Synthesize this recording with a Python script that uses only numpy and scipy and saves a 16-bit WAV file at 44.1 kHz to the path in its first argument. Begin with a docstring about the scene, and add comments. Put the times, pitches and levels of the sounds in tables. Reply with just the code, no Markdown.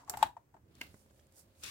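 """Scrapes, snaps and a hollow knock: a mains plug is worked into a plastic power strip on a stone floor.
The pins squeak and snap past spring contacts, the plug seats and rings the case, and the hand
nudges it twice on letting go. A sharper plastic click follows, then faint handling noise and a
crinkly rustle. Blows are damped modes plus noise bursts, heard in a small room with a faint hum."""
import sys
import numpy as np
from scipy import signal
from scipy.fft import rfft, irfft
from scipy.io import wavfile

SR = 44100
rng = np.random.default_rng(int(sys.argv[2]) if len(sys.argv) > 2 else 0)


def transcribe(signal):
    """Save signal, clipped to [-1, 1], as a 16-bit WAV file at the path in sys.argv[1]."""
    frames = np.atleast_2d(signal).T
    limited = np.clip(frames, -1, 1)
    pcm = np.round(limited * 32767).astype(np.int16)
    wavfile.write(sys.argv[1], SR, pcm)


N = 74970
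CASE_PAN_DB = 5.5

# spring contact noise: f/Hz, level/dB
SPRING_SPECTRUM = [(1000, -3), (3000, -33), (4300, -0.5), (5800, -1), (7600, 5.5), (10500, -1),
                   (13500, 1.5), (16000, -6)]


def case_knocks():
    """Blows ring the hollow case, excite its dense modes and rattle the springs; soft ones are duller."""
    # blows: t/s, ring/dB, clatter/dB, pitch ratio, brightness/Hz
    blows = [(0.033, -55, -69, 1.09, 1420), (0.077, -50.5, -51.5, 1.24, 2010),
             (.083, -47.5, -71, 0.99, 1450), (.096, -47, -39.5, .96, 2040),
             (0.1368, -36.5, -35, 1.02, 2320), (.1708, -35, -46, .95, 4004), (.191, -48, -59.5, 0.97, 4000),
             (.211, -47, -55.5, 1.06, 7040), (.219, -44, -56, 1.03, 3987),
             (0.2266, -11.5, -24.5, 1.0, 11000), (.258, -51, -47, 0.74, 4010),
             (.3660, -40, -42.5, 1.07, 1050), (.5405, -51, -49, 1.04, 995), (.564, -59.5, -53, 0.98, 1197)]
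    # hollow case: f/Hz, level/dB, t60/s
    modes = [(636.6, -19, .028), (869, 0, 0.027), (1170, -22, .022), (2030, -31.5, 0.051),
             (2750, -28.5, 0.014), (3327, -22.5, 0.011), (3800, -25.5, 0.022)]
    # dense short modes: f/Hz, level/dB
    clatter_spectrum = [(500, -12), (680, 6.5), (1300, -3), (1700, -2.5), (2400, -7.5), (4100, -9.5),
                        (5200, -19), (8000, -24), (16000, -23.5)]
    contact_cycles, right_lag_s = 1.8, 0.00005
    clatter = noise(clatter_spectrum) * pan(db=2)
    springs = from_db(-21.5) * cut(noise(SPRING_SPECTRUM), 8300, "low", order=6)
    out = 0
    for s, ring_db, clatter_db, pitch, bright_hz in blows:
        hollow = np.zeros((2, N))
        for k, mode in enumerate(modes):
            sides = [ring(s + lag, [mode], pitch, rise_s=0.00058, hold_s=0.00376)
                     for lag in (0, right_lag_s)]
            hollow += (-1) ** k * np.array(sides)  # neighbouring modes in antiphase
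        shake = from_db(clatter_db) * decay(s, t60_s=0.059, rise_s=contact_cycles / bright_hz)
        body = from_db(ring_db) * hollow * pan(CASE_PAN_DB) + shake * clatter
        out += cut(body, bright_hz, "low", order=2) + shake * springs
    return cut(out, 532, "high", order=8)


def contacts():
    """Pins scrape along the springs, which snap with a hard edge and ring briefly."""
    # pins passing the springs: t/s, level/dB, pan/dB
    releases = [(.079, -67.5, -9), (0.0965, -31, -3), (.1375, -62.5, -0.5), (0.1717, -43.5, -3.5),
                (0.188, -57.5, 0), (0.2272, -36.5, -2.5)]
    # springs: f/Hz, level/dB, t60/s
    modes = [(7530, -10, .055), (7705, -16.5, 0.045), (8685, -18, .03)]
    # pins sliding: t/s, level/dB
    slide_curve = [(-.05, -50), (.06, -70.5), (.1, -57.5), (.15, -59), (.22, -50.5), (.27, -59),
                   (.36, -93.5)]
    # sliding friction: f/Hz, level/dB
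    scrape_spectrum = [(300, -14.5), (900, 8), (1500, -2), (3000, -13.5), (7500, -11.5), (16000, -27.5)]
    crack = noise(SPRING_SPECTRUM)
    snaps = sum(from_db(db) * pan(pan_db) * (crack * snap(s, t60_s=0.039, edge_db=12) + ring(s, modes))
                for s, db, pan_db in releases)
    scrape = level(slide_curve) * noise(scrape_spectrum) * grain(rate_hz=300, depth_db=1.5)
    return snaps + scrape


def squeaks():
    """Pins stick and slip in the socket: short tones of unsteady level."""
    # stick-slip tones: t/s, length/s, f/Hz, level/dB
    slips = [(0.105, 0.051, 717.3, -53), (0.28, 0.031, 966, -55.5)]
    t60_s = 0.04
    tones = sum(ring(s, [(hz, db, t60_s)], rise_s=0.0031, hold_s=length_s)
                for s, length_s, hz, db in slips)
    return tones * grain(rate_hz=170, depth_db=-2.5) * pan(CASE_PAN_DB)


def plastic_click():
    """A hard part, slightly left and too small for bass, touches, snaps over, lands and bounces."""
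    # impacts: t/s, ring/dB, crack/dB
    hits = [(0.8102, -49, -65), (0.8121, -43.5, -40), (0.8135, -30, -39), (0.8186, -44, -60)]
    # plastic part: f/Hz, level/dB, t60/s
    modes = [(305, -11, 0.027), (954, -17.5, 0.041), (1630, -15.5, 0.057), (2095, 1, 0.019),
             (2370, -30, 0.012), (2742, -4.5, 0.026), (4700, -12, .01)]
    # impact noise: f/Hz, level/dB
    crack_spectrum = [(350, -3), (600, -12.5), (1300, -12), (2300, 1.5), (3800, -9), (5000, -11),
                      (9000, -18), (16000, -21)]
    right_lag_s = 0.0001
    crack, out = noise(crack_spectrum), 0
    for s, ring_db, crack_db in hits:
        out += from_db(crack_db) * crack * snap(s, t60_s=0.024, edge_db=4)
        out += from_db(ring_db) * np.array([ring(s + lag, modes) for lag in (0, right_lag_s)])
    return pan(db=0.5) * cut(out, 230, "high", order=2)


def ticks():
    """Cable and crinkling plastic tick: tiny cracks, each with a short ring; lower ones are duller."""
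    # ticks: t/s, level/dB, pan/dB, ring f/Hz
    events = [(.0475, -61, -1, 5640), (0.7523, -52.5, 3, 4360), (1.194, -56, -5, 1718),
              (1.197, -58, 4, 3250), (1.268, -63, -3, 7400), (1.323, -60.5, -5, 8200),
              (1.636, -35, -6, 5300), (1.641, -36.5, 12.5, 3770), (1.6612, -35.5, 4, 3500),
              (1.676, -38, -9, 2630)]
    # tick noise: f/Hz, level/dB
    crack_spectrum = [(300, -4), (1500, -13), (4200, -3.5), (8000, 1), (16000, -8)]
    ring_db, t60_s = -6, 0.015
    crack, out = noise(crack_spectrum), 0
    for s, db, pan_db, hz in events:
        burst = cut(crack * decay(s, t60_s), 2 * hz, "low", order=2)
        out += from_db(db) * pan(pan_db) * (burst + ring(s, [(hz, ring_db, t60_s)]))
    return out


def rustles():
    """A sleeve swishes, cloth scuffs around the click, thin plastic crinkles."""
    # envelopes: t/s, level/dB
    swish_curve = [(.66, -111), (.79, -78), (1.0, -69.5), (1.08, -81), (1.19, -74.5), (1.3, -89),
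                   (1.34, -74), (1.375, -59.5), (1.4, -59.5), (1.45, -80), (1.52, -87), (1.62, -62.5)]
    scuff_curve = [(.68, -82.5), (.8, -64.5), (.825, -57), (.85, -60.5), (.92, -72), (1.0, -78)]
    crinkle_curve = [(1.55, -81), (1.612, -75), (1.637, -45.5), (1.68, -47.5), (1.7, -48)]
    # spectra: f/Hz, level/dB
    swish_spectrum = [(500, 6.5), (1500, -1), (3000, -10), (5000, 5), (9000, 8.5), (16000, 0.5)]
    scuff_spectrum = [(700, 0.5), (1500, -1), (2500, -1), (4600, -3), (6000, -10), (16000, -11)]
    crinkle_spectrum = [(250, -10.5), (650, -29), (1200, -2.5), (2000, -5.5), (2650, 1), (3100, -4),
                        (3800, -1), (4600, -3.5), (5500, -5.5), (7000, -7), (16000, -17)]
    swish = level(swish_curve) * noise(swish_spectrum) * grain(rate_hz=640, depth_db=1.5)
    scuff = level(scuff_curve) * noise(scuff_spectrum) * grain(rate_hz=130, depth_db=2)
    crinkle = level(crinkle_curve) * noise(crinkle_spectrum) * grain(rate_hz=810, depth_db=-1)
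    return swish * pan(db=-4) + scuff + crinkle * pan(db=3)


def handling():
    """Moving hands make soft bumps, dull cable taps and a low rumble."""
    # events and rumble envelope: t/s, level/dB
    hand_bumps = [(.097, -54), (0.133, -60), (0.231, -54), (0.539, -61.5), (0.657, -66.5), (0.694, -66.5)]
    cable_taps = [(0.9424, -49), (1.061, -60), (1.108, -57)]
    rumble_curve = [(-.05, -74), (.09, -63), (.14, -58.5), (.26, -55), (.33, -69), (.5, -72.5), (.68, -67),
                    (.85, -60), (1.05, -67.5), (1.55, -70.5), (1.68, -64)]
    # spectra: f/Hz, level/dB
    bump_spectrum = [(40, -5), (90, 0.5), (180, -7), (400, 0.5), (800, -25), (2000, -29), (8000, -46)]
    tap_spectrum = [(170, 14), (400, -16), (700, -7), (1500, -7), (2000, -9.5), (2700, -34), (8000, -14.5),
                    (16000, -47)]
    rumble_spectrum = [(28, -23.5), (45, -5.5), (75, 4.5), (110, 1), (160, -6), (320, -8.5), (550, -20),
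                       (3000, -72.5)]
    # tap resonances: f/Hz, level/dB, t60/s
    tap_modes = [(230, -2, 0.033), (398, -7.5, 0.053)]
    bump_envelope = sum(from_db(db) * decay(s, t60_s=0.17, rise_s=0.00035) for s, db in hand_bumps)
    bumps = noise(bump_spectrum) * bump_envelope
    puff = noise(tap_spectrum)
    taps = sum(from_db(db) * (puff * decay(s, t60_s=0.028) + ring(s, tap_modes)) for s, db in cable_taps)
    rumble = level(rumble_curve) * noise(rumble_spectrum)
    return (bumps + taps + rumble) * pan(db=-3)


def background():
    """Room air; a faint steady hum and an uneven whirr fade in together."""
    # spectra: f/Hz, level/dB
    whirr_spectrum = [(400, -15), (570, 4.5), (1800, -42)]
    air_spectrum = [(30, -15.5), (70, 0.5), (130, -0.5), (280, -12.5), (500, -8), (900, -13), (2000, -20.5),
                    (4000, -28.5), (7500, -26), (10000, -30.5), (16000, -25)]
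    hum_hz, start_s, fade_s = 533, 0.783, 0.044
    hum = from_db(-78) * np.sin(2 * np.pi * hum_hz * since(0))
    whirr = from_db(-78.5) * noise(whirr_spectrum) * grain(rate_hz=25, depth_db=4)
    air = from_db(-74) * noise(air_spectrum)
    return air + (hum + whirr) * np.tanh(since(start_s) / fade_s)


def room(x, wet_db):
    """Diffuse reflections of a small room; the treble arrives first."""
    # reflections: f/Hz, level/dB
    spectrum = [(100, 1.5), (500, -6), (900, -6), (1500, -3), (2600, -3.5), (9000, -3), (16000, 1.5)]
    t60_s, build_s = 0.17, 0.016
    wash = noise(spectrum)
    low = cut(wash, 4000, "low", order=1)
    tail = low * decay(0.0038, t60_s, build_s) + (wash - low) * decay(0.00097, t60_s, build_s)
    return from_db(wet_db) * signal.fftconvolve(x, rms_one(tail) / np.sqrt(N), axes=1)[:, :N]


def noise(spectrum):
    """Coloured stereo noise, rms 1; coherent in the bass, diffuse in the treble."""
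    # left-right coherence: f/Hz, correlation
    coherence = [(60, 0.98), (300, 0.9), (800, 0.019), (1500, -0.043), (14000, -0.079)]
    hz = np.maximum(np.arange(N // 2 + 1) * SR / N, 1)
    alike = np.clip(at_hz(coherence, hz), -0.98, 0.98)
    mid, side = rfft(rng.standard_normal((2, N)))
    stereo = np.sqrt(1 + alike) * mid + np.sqrt(1 - alike) * side * [[1], [-1]]
    bass_rolloff = np.minimum(hz / spectrum[0][0], 1) ** 2
    return rms_one(irfft(stereo * bass_rolloff * from_db(at_hz(spectrum, hz)), N))


def ring(s, modes, pitch=1, rise_s=0.0002, hold_s=0):
    """Damped sines struck at s."""
    return sum(from_db(db) * decay(s, t60_s, rise_s, hold_s) * np.sin(2 * np.pi * hz * pitch * since(s))
               for hz, db, t60_s in modes)


def decay(s, t60_s, rise_s=0.00036, hold_s=0):
    """Envelope of a blow at s: rise, hold, exponential fall."""
    return (1 - np.exp(-since(s) / rise_s)) * from_db(-60 * since(s + hold_s) / t60_s)


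def snap(s, t60_s, edge_db):
    """Envelope of a hard contact: brief edge on a longer decay."""
    return decay(s, t60_s) + from_db(edge_db) * decay(s, t60_s=0.0029)


def grain(rate_hz, depth_db):
    """Random level flutter, rms 1."""
    flutter = np.interp(since(0) * rate_hz, np.arange(N), rng.standard_normal(N))
    return rms_one(from_db(depth_db * flutter))


def level(curve):
    """Gain along a (t/s, level/dB) curve, zero before it."""
    return from_db(np.interp(since(0), *np.transpose(curve), left=-np.inf))


def at_hz(points, hz):
    """Table lookup on a log-frequency axis."""
    freqs_hz, values = np.transpose(points)
    return np.interp(np.log(hz), np.log(freqs_hz), values)


def cut(x, hz, kind, order):
    """Butterworth low- or high-pass."""
    return signal.sosfilt(signal.butter(order, min(hz, 0.45 * SR), kind, fs=SR, output="sos"), x + 1e-18)


def pan(db):
    """Stereo gains; db is left minus right."""
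    return from_db(np.array([[db], [-db]]) / 2)


def since(s):
    """Seconds since s, zero before."""
    return np.maximum(np.arange(N) / SR - s, 0)


def from_db(db):
    """Decibels to gain."""
    return 10 ** (np.asarray(db) / 20)


def rms_one(x):
    """Scale to rms 1."""
    return x / np.sqrt(np.mean(x ** 2) + 1e-20)


def scene():
    """Plug, ticks, rustles and click with reflections; handling and background dry."""
    near = case_knocks() + contacts() + squeaks() + ticks() + rustles()
    click = plastic_click()
    return near + room(near, wet_db=-14) + click + room(click, wet_db=-12) + handling() + background()


def record(dry):
    """Steep elliptic low-pass."""
    cutoff_hz = 16100
    return signal.sosfilt(signal.ellip(10, 0.3, 80, cutoff_hz, fs=SR, output="sos"), dry)


dry = scene()
out = record(dry)
transcribe(out)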